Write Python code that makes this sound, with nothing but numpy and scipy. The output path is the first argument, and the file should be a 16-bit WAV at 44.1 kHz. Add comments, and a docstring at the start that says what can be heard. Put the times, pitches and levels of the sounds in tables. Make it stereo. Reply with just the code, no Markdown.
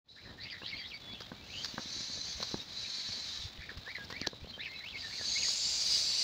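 """Goslings feeding in a pen.

A brood eats big leaves in a netted outdoor pen, a step away. Each syrinx whistles arched, partly
rasping peeps; air forced through open bills makes long hisses, the last one close. Bills snap at
leaves, pecks and steps knock on the ground, litter rustles, and air bumps the microphone."""
import sys
import numpy as np
from scipy import signal
from scipy.fft import rfft, irfft, next_fast_len
from scipy.io import wavfile

SR = 44100
rng = np.random.default_rng(int(sys.argv[2]) if len(sys.argv) > 2 else 0)


def to_wav(sig):
    """Store sig (one row per channel, or 1-D mono) as 16-bit WAV at the path in sys.argv[1].

    Samples outside -1..1 are clipped; the rate is SR.
    """
    pcm = np.clip(np.atleast_2d(sig), -1, 1) * 32767
    pcm = np.round(pcm).astype(np.int16)
    wavfile.write(sys.argv[1], SR, pcm.T)  # frames by channels


N = 274743
TIME = np.arange(N) / SR

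# Table levels are before each source's gain; pan_db is left over right.
# outdoor air: freq_hz, density_db
AIR_SPECTRUM = [(20, -26), (32, -14), (50, -2), (85, 2), (115, 0.1), (150, -5), (220, -4), (350, -10),
                (600, -11), (850, -15), (1500, -19), (2500, -34), (5000, -70)]
# left-right likeness of the background: freq_hz, coherence
COHERENCE = [(40, 1), (80, 0.3), (150, 1), (500, 0.51), (1200, 0.057), (4000, 0), (12000, 0.12)]
# feet and bills shuffling in the litter: time_s, level_db
SHUFFLE_CURVE = [(0.3, -68.5), (0.5, -67.5), (0.63, -65.5), (1.53, -63.5), (1.68, -60), (2.19, -67.5),
                 (2.42, -59), (2.86, -65), (3.32, -62), (3.65, -64), (3.88, -63), (4.14, -62.5),
                 (4.38, -67.5), (4.62, -64), (5.5, -59.5), (5.87, -58), (6.2, -59)]
# litter rustle: freq_hz, density_db
LITTER_SPECTRUM = [(300, -45), (600, -6.5), (1400, -5.5), (2200, -3), (2900, -4), (3900, 4.5), (4700, -3.5),
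                   (5600, -10), (7200, -17), (8300, -28.5), (13300, -29.5), (15000, -19)]
# dry leaf cracking underfoot: freq_hz, density_db
CRACKLE_SPECTRUM = [(1500, -15), (3200, 0.5), (4700, 1.5), (7000, -14), (9000, -31.5)]
# air puffs on a microphone port: time_s, peak_db, pitch_hz, pan_db
AIR_PUFFS = [(2.364, -41, 69.5, 23), (2.557, -47, 76, 10.5), (3.105, -44.5, 88, -17),
             (3.401, -43, 59.8, -20), (3.455, -35, 85, -21), (3.598, -37.5, 80, -30),
             (3.779, -35.5, 85, -20), (4.433, -36.5, 75, -30)]
# pecks and steps: start_s, level_db, thud_hz, pan_db, clack_re_thud_db
PECKS_AND_STEPS = [(0.618, -44, 421.3, -3.5, -3), (.633, -39, 300, -2, -7), (1.133, -39.5, 236.4, -3, -12),
                   (1.207, -35, 544, -2, -13.5), (1.317, -34, 226, -1, -8), (1.329, -38, 247.9, -3, -25),
                   (1.741, -35, 248, -2.5, -21), (1.7797, -31, 245, -4.5, -2), (1.793, -34, 248, 0, -29),
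                   (1.857, -38, 230.5, -3, -26), (1.964, -39.5, 300, -3, -21), (2.007, -38.5, 245, -1, -21),
                   (2.098, -39.5, 221, -2, -13), (2.175, -37.5, 543, -6, -28.5), (2.403, -30, 616, -2, -19),
                   (2.428, -38.5, 448, -4, 1), (2.513, -37, 509, 5, -20), (2.5422, -20.5, 316, 17, -21),
                   (2.5433, -24.5, 754, 14, -32), (3.088, -41.5, 208, -2, -8.5), (3.716, -41, 398, -3, -12),
                   (3.877, -46, 477, -2, 1), (3.984, -36, 606, -2, -12), (4.102, -33, 700, -5, -10),
                   (4.125, -36, 384, -12, -5.5), (4.215, -27, 270.6, -18, -22),
                   (4.271, -22.5, 745, -8, -26), (4.274, -25, 343, 5, -42), (4.332, -35, 506, -4, -18),
                   (4.445, -37, 484, -6, -24), (4.472, -38.5, 607, -3, -33), (4.578, -35.5, 577, -3, -27),
                   (5.212, -34, 585, -2, -27), (5.484, -36, 800, -7, -6.5)]
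# stiff leaf: freq_hz, level_db, t60_s
LEAF_MODES = [(501, -9.5, 0.055), (720, -4, 0.02), (1078.8, 3.5, 0.016), (1510, 6, 0.0066),
              (1620, 5, 0.018)]
# bills snapping at leaves: start_s, level_db, pan_db, tick_hz, body_re_tick_db, build_s
BILL_SNAPS = [(1.202, -40, -6, 4700, 1.5, 0.0038), (1.217, -36.5, -14, 4540, 0, 0.0023),
              (1.645, -25, -9, 4450, -5.5, 0.0019), (1.655, -31.5, 5.5, 4500, -4, 0.0022),
              (2.426, -27, -15, 4160, -4, 0.0017), (2.433, -24, 16.5, 4340, -11, 0.00066),
              (3.573, -41, 2.5, 3300, -9, .0018), (3.619, -45, -5, 5400, -16, .0012),
              (3.771, -41, -5, 4600, 0, .0035), (3.877, -47, 2, 4900, -8, .002),
              (4.043, -42.5, -7, 4800, -14, 0.0038), (4.099, -39.5, -11, 4700, 4.5, 0.0063),
              (4.1253, -29.5, -19, 4200, -14, 0.00056), (4.2147, -20.5, -32, 4530, -7.5, 0.00035),
              (4.265, -29, -23, 4530, -14, 0.00078), (4.2695, -22.5, -10, 3760, -0.5, 0.00064),
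              (4.2717, -14.5, -18, 4670, -27, 0.00052)]
# hisses mid-brood and faint wheezes behind: start_s, length_s, attack_s, release_s, level_db,
# sag_db_per_s, low_hz, high_hz, high_db, glide_oct_per_s, pan_db
FAR_HISSES = [(1.418, 0.36, 0.19, 0.13, -48, -5, 4060, 5900, -10, 0.0038, -4.5),
              (1.68, 1.01, 0.29, 0.15, -44, 5.5, 3927, 5667, -9.5, -.05, -3),
              (2.63, .89, 0.24, 0.093, -42.5, 5, 3875, 5740, -21, -.1, -3)]
WHEEZES = [(.08, 0.3, 0.0162, 0.065, -57.5, 60, 3640, 4520, -11, -0.04, -1.07),
           (.38, 0.89, 0.029, 0.036, -63.5, 14, 3650, 4480, -11, -0.01, -1),
           (3.45, 0.72, 0.06, 0.065, -62, 1, 3546, 4490, -12, -.03, -1),
           (4.259, 0.19, 0.03, 0.055, -58.5, 4, 3530, 4350, -25, -0.65, -1)]
# close hiss and its resonances: time_s, level_db, low_hz, mid_db, mid_hz, high_db, high_hz, air_db
CLOSE_HISS_CURVE = [(5.05, -38, 4135, -57, 5760, -55, 6400, -85.5),
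                    (5.092, -45.5, 4413, -60, 5710, -60, 6400, -73),
                    (5.24, -37.5, 4414, -52, 5580, -46, 6420, -68),
                    (5.33, -34.5, 4486, -48, 5950, -38.5, 6500, -64),
                    (5.42, -34.5, 4580, -47, 5900, -35, 6600, -64),
                    (5.516, -31.5, 4690, -43, 6360, -36, 6820, -55),
                    (5.574, -36, 4780, -41, 6360, -41, 6950, -61.5),
                    (5.654, -33, 4740, -39.5, 6500, -38.5, 7200, -62),
                    (5.75, -34, 4804, -35.5, 6370, -42, 7300, -59),
                    (5.858, -33, 4627, -37, 5964, -55, 7600, -55.5),
                    (5.962, -29.5, 4660, -36, 5840, -48, 7600, -55),
                    (5.992, -33, 4850, -34, 5900, -47, 7600, -54),
                    (6.074, -31.5, 4550, -38, 5480, -43, 7450, -57.5),
                    (6.23, -32, 4564, -34, 5310, -48, 7350, -57)]
# breath of the far hisses, of the close hiss, and its high air: freq_hz, density_db
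FAR_RUSH_SPECTRUM = [(900, -17), (2000, -5.5), (2800, -9.5), (3800, 4.5), (4900, 5), (5600, -0.5),
                     (6600, -3.5), (7500, -12.5), (8200, -21.5), (9300, -21.5), (13000, -38), (15000, -46)]
CLOSE_RUSH_SPECTRUM = [(250, -23.5), (600, -17.5), (1200, -26.5), (1900, -12.5), (2400, -7), (3100, -7),
                       (3800, 1.5), (5000, -2), (6000, -5.5), (7700, -13), (8600, -30), (13300, -54)]
HIGH_AIR_SPECTRUM = [(5500, -23), (6800, 4), (7700, 5), (8500, 3), (9400, 2), (10500, -3), (13300, -20),
                     (15000, -7)]
# plain whistles: start_s, length_s, start_hz, end_hz, level_db, rasp, pan_db
WHISTLE_NOTES = [(0.399, 0.055, 3930, 4900, -48, 0.45, 3), (0.5, 0.04, 4880, 4600, -49, 0.35, 0),
                 (0.64, 0.065, 3550, 4900, -46.5, 0.65, 0), (0.755, 0.035, 4600, 3300, -50, 0.5, 0),
                 (0.845, 0.045, 3600, 4700, -48, 0.7, -2), (0.658, 0.062, 1786, 2637, -49.5, 0.7, -7.5),
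                 (0.736, 0.1, 3225, 3264, -48.5, 0.1, 15), (0.765, 0.062, 4700, 4540, -49.5, .14, -0.5),
                 (0.935, 0.035, 4540, 4650, -48.5, 0.12, 2), (1.01, 0.17, 3445, 3380, -52, 0.05, 9.5),
                 (1.17, 0.103, 3340, 3195, -54.5, .2, 14), (1.072, 0.13, 1854, 3281, -56.5, 0.29, -3.5),
                 (1.117, 0.042, 4400, 3300, -50.5, 0.65, 2), (1.35, 0.071, 2321, 2350, -62, 0, -5),
                 (1.409, 0.087, 2508, 3063, -61, 0.15, -3), (1.478, 0.084, 1986, 3260, -52, 0.43, -3.5),
                 (1.532, 0.1, 2780, 3330, -47, 0.42, 2.5), (1.716, 0.23, 2897, 2832, -57, 0, 8.5),
                 (2.295, 0.052, 3312, 3480, -52.5, .1, 2.5), (2.591, 0.02, 3836, 3690, -41.5, 0.06, -3),
                 (2.844, .034, 2215, 2640, -50, 0.46, -0.5), (4.475, 0.05, 4250, 4100, -52, 0.5, 2),
                 (4.594, 0.028, 3330, 4239, -41.5, 0.08, 11), (4.687, 0.034, 4010, 4370, -51, 0.16, 3.5),
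                 (4.743, 0.08, 4030, 3964, -50, 0.2, 3), (4.692, 0.0747, 2085, 2214, -50, 0.2, -4),
                 (4.976, 0.052, 5030, 4700, -47, 0.35, -1), (5.352, 0.028, 2080, 2300, -42, 0.05, 3)]
# arched peeps: top_s, climb_s, fall_s, start_hz, top_hz, end_hz, climb_db, fall_db, rest_rasp, pan_db,
# drop_s, break_half_s, break_depth_db, accent_db, second_voice_db
PEEP_CALLS = [(.224, 0.061, 0.12, 1550, 2810, 1760, -47, -56.5, 0.73, -4, 0.023, 0.028, 10.5, 11, -11),
              (.441, 0.064, 0.041, 1783, 2354, 2070, -52.5, -45.5, 0.43, -5, 0.02, 0.0087, 2, 2, -14),
              (.49, 0.041, 0.1, 2500, 3405, 1945, -49, -45.5, 0.58, -3.5, 0.019, .014, 4, 3.5, -15),
              (0.694, 0.075, 0.065, 2600, 4185, 2140, -43.5, -43, 0.24, -1.5, 0.017, 0.029, 5, 3, -24),
              (0.776, 0.044, 0.1, 2171, 2620, 1985, -54, -47.5, 0.48, -3, 0.024, 0.013, 1, 5, -20.5),
              (.89, 0.057, 0.084, 3150, 4690, 2264, -45.5, -46, 0.38, -2.5, 0.021, 0.016, 16, -1, -31),
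              (3.675, 0.094, 0.064, 1900, 2517, 1680, -51, -53.5, 0.71, -4, 0.02, 0.018, 8.5, 9, -5),
              (3.934, 0.081, 0.11, 1566, 2693, 1637, -45, -49, 0.19, -4.5, 0.024, 0.014, 31, 13, -20),
              (4.2, 0.081, 0.079, 1855, 2778, 1632, -44, -43, 0.06, -4.5, 0.034, 0.02, 9, 2, -7.5),
              (4.501, 0.091, 0.066, 2320, 4050, 3140, -58, -48, 0.08, 3.5, 0.017, 0.028, 12, -12, -30),
              (4.645, .062, 0.055, 1597, 3270, 2042, -46, -46, 0.33, -2, 0.017, 0.0115, 1, 4, -5),
              (4.79, 0.062, 0.053, 2630, 2513, 1806, -51, -54.5, 0.2, 6.5, 0.018, 0.017, 3.5, 7, -13),
              (4.901, 0.067, 0.083, 2150, 3760, 2122, -43, -45, 0.17, 5.5, 0.026, 0.0185, 2.5, -6, -28),
              (5.002, 0.055, 0.09, 2150, 3750, 1789, -47, -52.5, 0.35, 4, 0.0187, 0.026, 13, 7, -12),
              (5.158, 0.067, 0.1, 1600, 3005, 1710, -51, -52, 0.38, -3, 0.024, 0.021, 3.5, 3, -11),
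              (5.411, 0.066, 0.051, 1950, 3340, 1920, -46, -45.5, 0.15, 3, 0.019, 0.019, 4.5, 5, -25)]
# echoes off the ground and pen sides: left_delay_s, right_delay_s, level_db
PEN_ECHOES = [(.0023, 0.0022, -5.5), (.0079, 0.011, -6), (0.0147, .0171, -9), (0.026, 0.025, -11.5)]

SURGE_DB, SURGE_HZ = 0.72, 27  # breath pressure in a hiss


def from_db(db):
    return 10 ** (np.asarray(db) / 20)


def unit_rms(x):
    return x / np.sqrt(np.mean(np.abs(x) ** 2) + 1e-20)


def in_time(rows):
    """Curve columns, interpolated per sample."""
    time_s, *columns = np.transpose(rows)
    return [np.interp(TIME, time_s, column) for column in columns]


def per_bin(points, size):
    """A spectrum at the FFT bins, interpolated in log frequency."""
    hz, value = np.transpose(points)
    return np.interp(np.log(np.fft.rfftfreq(size, 1 / SR) + 1), np.log(hz), value)


def butter(x, order, hz, kind="low"):
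    return signal.sosfilt(signal.butter(order, hz, kind, fs=SR, output="sos"), x)


def gate(t, fade_s):
    return np.clip(np.minimum(t - t[0], t[-1] - t) / fade_s, 0, 1)


def panned(x, pan_db):
    """Constant-power stereo."""
    ratio = from_db(pan_db)
    return np.array([x * ratio, x]) * np.sqrt(2 / (1 + ratio ** 2))


def placed(x, pan_db, lag_s):
    """Pan, with the left microphone port lagging by lag_s."""
    left, right = panned(x, pan_db)
    size = next_fast_len(len(x) + SR // 100)
    delay = np.exp(-2j * np.pi * np.fft.rfftfreq(size, 1 / SR) * lag_s)
    return np.array([irfft(rfft(left, size) * delay, size)[:len(x)], right])


def add(out, start_s, sound):
    i = max(round(start_s * SR), 0)
    out[:, i:i + sound.shape[1]] += sound[:, :N - i]


def wander(rate_hz, size=N):
    """Smooth noise up to rate_hz; rms 1."""
    padded = next_fast_len(size, True)
    hz = np.fft.rfftfreq(padded, 1 / SR)
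    bins = rfft(rng.standard_normal(padded)) / (1 + (hz / rate_hz) ** 4)
    return unit_rms(irfft(bins, padded)[:size])


def coloured(x, spectrum):
    """Filter by a spectrum; rms 1."""
    size = next_fast_len(x.shape[-1], True)
    bins = rfft(x, size) * from_db(per_bin(spectrum, size))
    return unit_rms(irfft(bins, size)[..., :min(x.shape[-1], N)])


def stereo_noise(spectrum):
    """Coloured noise, left and right alike in the bass, unrelated in the treble."""
    size = next_fast_len(N)
    alike = per_bin(COHERENCE, size)
    mid, side = rfft(rng.standard_normal((2, size)))
    bins = np.sqrt(1 + alike) * mid + np.sqrt(1 - alike) * side * [[1], [-1]]
    return coloured(irfft(bins, size), spectrum)


def resonance(hz, width_hz):
    """Turbulence ringing in a moving resonance; rms 1."""
    phase = 2 * np.pi * np.cumsum(hz) / SR
    return wander(width_hz / 2, len(hz)) * np.cos(phase) + wander(width_hz / 2, len(hz)) * np.sin(phase)


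def ring(t, hz, t60_s):
    """A struck mode."""
    return np.sin(2 * np.pi * hz * t) * np.exp(-np.log(1000) * t / t60_s)


def pen(x, echo_db, tail_db, t60_s):
    """Add close echoes and a short scattered tail, different per side."""
    t = TIME[:SR // 3]
    response = rng.standard_normal((2, len(t))) * np.exp(-np.log(1000) * t / t60_s)
    response *= from_db(tail_db) / np.sqrt(np.sum(response ** 2) / 2)
    for left_s, right_s, db in PEN_ECHOES:
        response[[0, 1], [round(left_s * SR), round(right_s * SR)]] += from_db(db + echo_db)
    return x + signal.fftconvolve(x, response, axes=1)[:, :N]


def leaf_echo(x, start_s, echo_s, stretch_per_s, echo_db, right_ratio=1.31):
    """Add an echo off the leaves; its delay drifts as the head moves, so the comb glides."""
    delay_s = echo_s * np.exp(stretch_per_s * np.clip(TIME - start_s, 0, 2))
    left = np.interp(TIME - delay_s, TIME, x[0])
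    right = np.interp(TIME - delay_s * right_ratio, TIME, x[1])
    return x + from_db(echo_db) * np.array([left, right])


def outdoor_air(level_db=-57, gust_db=2.5, gust_hz=9.6):
    """Low, gusting air noise."""
    return stereo_noise(AIR_SPECTRUM) * panned(from_db(level_db + gust_db * wander(gust_hz)), -2.5)


def litter(gain_db=11.5, grain_db=2, grain_hz=105, cracks_per_s=110, crack_db=-11):
    """Feet and bills stir the litter: grainy rustle, tiny cracks of dry leaf."""
    cracks = (rng.random((2, N)) < cracks_per_s / SR) * rng.standard_normal((2, N))
    rustle = stereo_noise(LITTER_SPECTRUM) + from_db(crack_db) * coloured(cracks, CRACKLE_SPECTRUM)
    return rustle * from_db(in_time(SHUFFLE_CURVE)[0] + gain_db + grain_db * wander(grain_hz))


def mic_bumps(sigma_s=0.0095, gain_db=-1):
    """Air puffs push a microphone port back and forth a couple of times."""
    out, t = np.zeros((2, N)), TIME[:SR // 8] - 1 / 16
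    envelope = np.exp(-0.5 * (t / sigma_s) ** 2)
    for time_s, db, hz, pan_db in AIR_PUFFS:
        sway = np.sin(2 * np.pi * hz * t + 0.86 * wander(73, len(t)))
        add(out, time_s + t[0], panned(from_db(db + gain_db) * sway * envelope, pan_db))
    return out


def knock(hz, clack_db, t60_cycles=5, contact_hz=1900, crunch_db=-15, crunch_s=0.03):
    """The ground thuds; the leaf on it clacks and crunches as it gives."""
    t = TIME[:SR // 10]
    leaf = np.zeros(len(t))
    for k, (mode_hz, db, t60_s) in enumerate(LEAF_MODES):
        strength = (-1) ** k * from_db(db + rng.normal(0, 2.5))
        leaf += strength * ring(t, mode_hz * (1 + rng.normal(0, 0.04)), t60_s)
    crunch = unit_rms(butter(rng.standard_normal(len(t)), 2, [400, 1900], "band"))
    crunch *= from_db(crunch_db) * np.exp(-t / crunch_s)
    ground = from_db(-13) * ring(t, hz=215, t60_s=0.067)
    thud = butter(ring(t, hz, t60_cycles / hz) + ground, 1, 110, "high")
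    return butter(thud + from_db(clack_db) * (leaf + crunch), 4, contact_hz)


def pecks_and_steps(gain_db=1, patter_db=-48.1, patter_count=50):
    """Clear knocks amid the brood's faint random patter."""
    out = np.zeros((2, N))
    for start_s, db, hz, pan_db, clack_db in PECKS_AND_STEPS:
        add(out, start_s, panned(from_db(db + gain_db) * knock(hz, clack_db), pan_db))
    for when, force, pitch in rng.random((patter_count, 3)):
        step = from_db(patter_db + 1.56 * force) * knock(200 + 480 * pitch ** 2, clack_db=-18)
        add(out, when * TIME[-1], panned(step, pan_db=-7))
    return out


def bill_snaps(gain_db=1, body_gain_db=-2, width_hz=1400, top_hz=6900, fizz_hz=13000, fizz_db=-2):
    """A bill closes on a leaf: tiny fractures build and die within milliseconds."""
    out, t = np.zeros((2, N)), TIME[:SR // 40]
    for start_s, db, pan_db, tick_hz, body_db, build_s in BILL_SNAPS:
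        fractures = rng.standard_normal((2, len(t))) * t * np.exp(-t / build_s)
        tick = butter(fractures[0], 2, [tick_hz - width_hz / 2, tick_hz + width_hz / 2], "band")
        body = butter(fractures[1], 1, [800, 2600], "band")
        snap = tick / np.abs(tick).max() + from_db(body_db + body_gain_db) * body / np.abs(body).max()
        add(out, start_s, panned(from_db(db + gain_db) * snap, pan_db))
    out += 1e-18  # avoids denormals
    return butter(out, 6, top_hz) + from_db(fizz_db) * butter(out, 4, fizz_hz, "high")


def open_bill(hz, width_hz, core_db, stray=0.04, stray_hz=11):
    """Broad bill resonance with a narrow, half-whistling core straying in it; rms 1."""
    core = resonance(hz * (1 + stray * wander(stray_hz, len(hz))), width_hz=170)
    return unit_rms(resonance(hz, width_hz) + from_db(core_db) * core)


def hiss(row, rush_db, low_db, low_width_hz, core_db, high_width_hz, sputter_db, lag_s, bow_oct=0.12):
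    """Air forced through an open bill: a rush and two gliding resonances, sputtering together."""
    start_s, length_s, attack_s, release_s, db, sag_db_per_s = row[:6]
    low_hz, high_hz, high_db, glide_oct_per_s, pan_db = row[6:]
    out, t = np.zeros((2, N)), np.arange(0, length_s, 1 / SR)
    from_middle_s = t - length_s / 2
    # the bill opens and closes, bowing the resonances upwards
    bend = 2 ** (glide_oct_per_s * from_middle_s + bow_oct * np.sin(np.pi * t / length_s))
    waver_hz = 110 * wander(14, len(t))
    low = from_db(low_db) * open_bill(low_hz * bend + waver_hz, low_width_hz, core_db)
    high = from_db(high_db) * resonance(high_hz * bend + waver_hz, high_width_hz)
    swell = np.clip(np.minimum(t / attack_s, (length_s - t) / release_s), 0, 1) ** 0.98
    unsteady_db = SURGE_DB * wander(SURGE_HZ, len(t)) + sputter_db * wander(63, len(t))
    pressure = swell * from_db(db - sag_db_per_s * from_middle_s + unsteady_db)
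    rush = from_db(rush_db) * coloured(rng.standard_normal(len(t)), FAR_RUSH_SPECTRUM)
    add(out, start_s, placed(pressure * (rush + low + high), pan_db, lag_s))
    return out


def wheezes():
    """Faint, thin hisses from the back of the brood."""
    return sum(hiss(row, rush_db=-9, low_db=-1, low_width_hz=550, core_db=-4,
                    high_width_hz=880, sputter_db=3, lag_s=-0.00023) for row in WHEEZES)


def far_hisses():
    """Three hisses from mid-brood, echoing off the leaves."""
    out = np.zeros((2, N))
    for row in FAR_HISSES:
        direct = hiss(row, rush_db=-3.5, low_db=-3.3, low_width_hz=760, core_db=-5,
                      high_width_hz=1000, sputter_db=1.4, lag_s=0.00004)
        out += leaf_echo(direct, start_s=row[0], echo_s=0.0026, stretch_per_s=0.36, echo_db=-8)
    return out


def close_hiss(start_s=4.93, swell_s=0.19, sputter_db=0.63):
    """A long, near hiss: the top resonance climbs, the middle one flares and sinks, high air joins."""
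    db, low_hz, mid_db, mid_hz, high_db, high_hz, air_db = in_time(CLOSE_HISS_CURVE)
    swell = np.clip((TIME - start_s) / swell_s, 0, 1)
    pressure = swell * from_db(SURGE_DB * wander(SURGE_HZ) + sputter_db * wander(88))
    rush = from_db(db - 7) * coloured(rng.standard_normal(N), CLOSE_RUSH_SPECTRUM)
    low = from_db(db - 4.5) * open_bill(low_hz, width_hz=1100, core_db=-4, stray=0.05)
    mid = from_db(mid_db - 6) * resonance(mid_hz, width_hz=1800)
    high = from_db(high_db - 6) * open_bill(high_hz, width_hz=700, core_db=-5, stray=0.033)
    air = from_db(air_db + 3.5) * coloured(rng.standard_normal(N), HIGH_AIR_SPECTRUM)
    lower = placed(pressure * (rush + low), pan_db=0.5, lag_s=-0.00022)
    upper = placed(pressure * (mid + high + air), pan_db=-5.5, lag_s=0.00015)
    return leaf_echo(lower + upper, start_s, echo_s=0.0051, stretch_per_s=-0.111, echo_db=-14)


def syrinx(t, hz, db, rasp, pan_db, jitter=0.105, jitter_hz=590, flutter_db=5.5, flutter_hz=200,
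           bill_hz=4300, bill_half_width_hz=600, gain_db=1.85):
    """A whistling syrinx; rasp (0-1) shakes pitch and strength fast and irregularly."""
    phase = 2 * np.pi * np.cumsum(hz * (1 + jitter * rasp * wander(jitter_hz, len(t)))) / SR
    # the octave peaks at the bill resonance and fades above it
    boost_db = 9 / (1 + ((2 * hz - bill_hz) / bill_half_width_hz) ** 2)
    octave_db = -15 + boost_db - 47 * np.clip(hz / 2500 - 1, 0, 2)
    tone = np.sqrt(2) * (np.sin(phase) + from_db(octave_db) * np.sin(2 * phase))
    flutter = unit_rms(from_db(flutter_db * np.sqrt(rasp) * wander(flutter_hz, len(t))))
    lag_s = 0.00025 * np.tanh(0.11 - pan_db / 10)  # the louder side tends to lead
    return placed(tone * flutter * from_db(db + gain_db) * gate(t, 0.004), pan_db, lag_s)


def whistles(fade_db=5):
    """Thin notes on a straight glide, loudest midway."""
    out = np.zeros((2, N))
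    for start_s, length_s, start_hz, end_hz, db, rasp, pan_db in WHISTLE_NOTES:
        t = np.arange(0, length_s, 1 / SR)
        progress = t / length_s
        hz = start_hz + (end_hz - start_hz) * progress
        add(out, start_s, syrinx(t, hz, db - fade_db * (2 * progress - 1) ** 2, rasp, pan_db))
    return out


def peeps(climb_bend=1.4, drop_bend=1.817, fade_db=10.5, accent_s=0.02, accent_width_s=0.0059,
          unsteady_db=2.5, unsteady_hz=55, second_ratio=0.84, leak_hz=4390):
    """The pitch climbs, the voice breaks into rasp at the top, then drops to a low note."""
    out = np.zeros((2, N))
    for (top_s, climb_s, fall_s, start_hz, top_hz, end_hz, climb_db, fall_db, rest_rasp, pan_db,
         drop_s, break_half_s, break_depth_db, accent_db, second_voice_db) in PEEP_CALLS:
        t = np.arange(-climb_s, fall_s, 1 / SR)
        from_top = np.clip(np.maximum(-t / climb_s, t / fall_s), 0, 1)
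        climb_hz = start_hz + (top_hz - start_hz) * (1 - from_top) ** climb_bend
        drop_hz = end_hz + (top_hz - end_hz) * np.exp(-np.abs(t / drop_s) ** drop_bend)
        hz = np.where(t < 0, climb_hz, drop_hz)
        broken = np.exp(-(t / break_half_s) ** 4)
        rasp = rest_rasp + (1 - rest_rasp) * broken
        effort_db = np.interp(t, [-break_half_s, break_half_s], [climb_db, fall_db])
        accent = np.exp(-((t - accent_s) / accent_width_s) ** 2)
        db = effort_db - break_depth_db * broken + accent_db * accent - fade_db * from_top ** 3
        db += unsteady_db * wander(unsteady_hz, len(t))
        voice = syrinx(t, hz, db, rasp, pan_db)
        # the other side of the syrinx joins in lower
        second_db = db + second_voice_db - fade_db * from_top ** 2
        voice += syrinx(t, hz * second_ratio, second_db, rasp, pan_db)
        # air escapes through the bill
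        leak_db = effort_db - 14 - 13 * from_top ** 2
        leak = resonance(np.full(len(t), leak_hz), width_hz=2000) * from_db(leak_db)
        add(out, top_s - climb_s, voice + panned(leak * gate(t, 0.0091), pan_db))
    return out


def scene():
    """Calls, feeding and hisses in the pen, over the background."""
    calls = pen(peeps() + whistles(), echo_db=-3, tail_db=-13, t60_s=0.18)
    feeding = pen(bill_snaps() + pecks_and_steps(), echo_db=-16, tail_db=-24, t60_s=0.098)
    hisses = pen(far_hisses() + wheezes() + close_hiss(), echo_db=-3.5, tail_db=-1, t60_s=0.14)
    return calls + feeding + hisses + mic_bumps() + litter() + outdoor_air()


def record(dry, start_s=0.042, fade_s=0.24, cutoff_hz=15600):
    """Fade-in and steep low-pass."""
    fade = np.clip((TIME - start_s) / fade_s, 0, 1)
    return signal.sosfilt(signal.ellip(12, 0.1, 80, cutoff_hz, fs=SR, output="sos"), dry * fade)


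dry = scene()
out = record(dry)
to_wav(out)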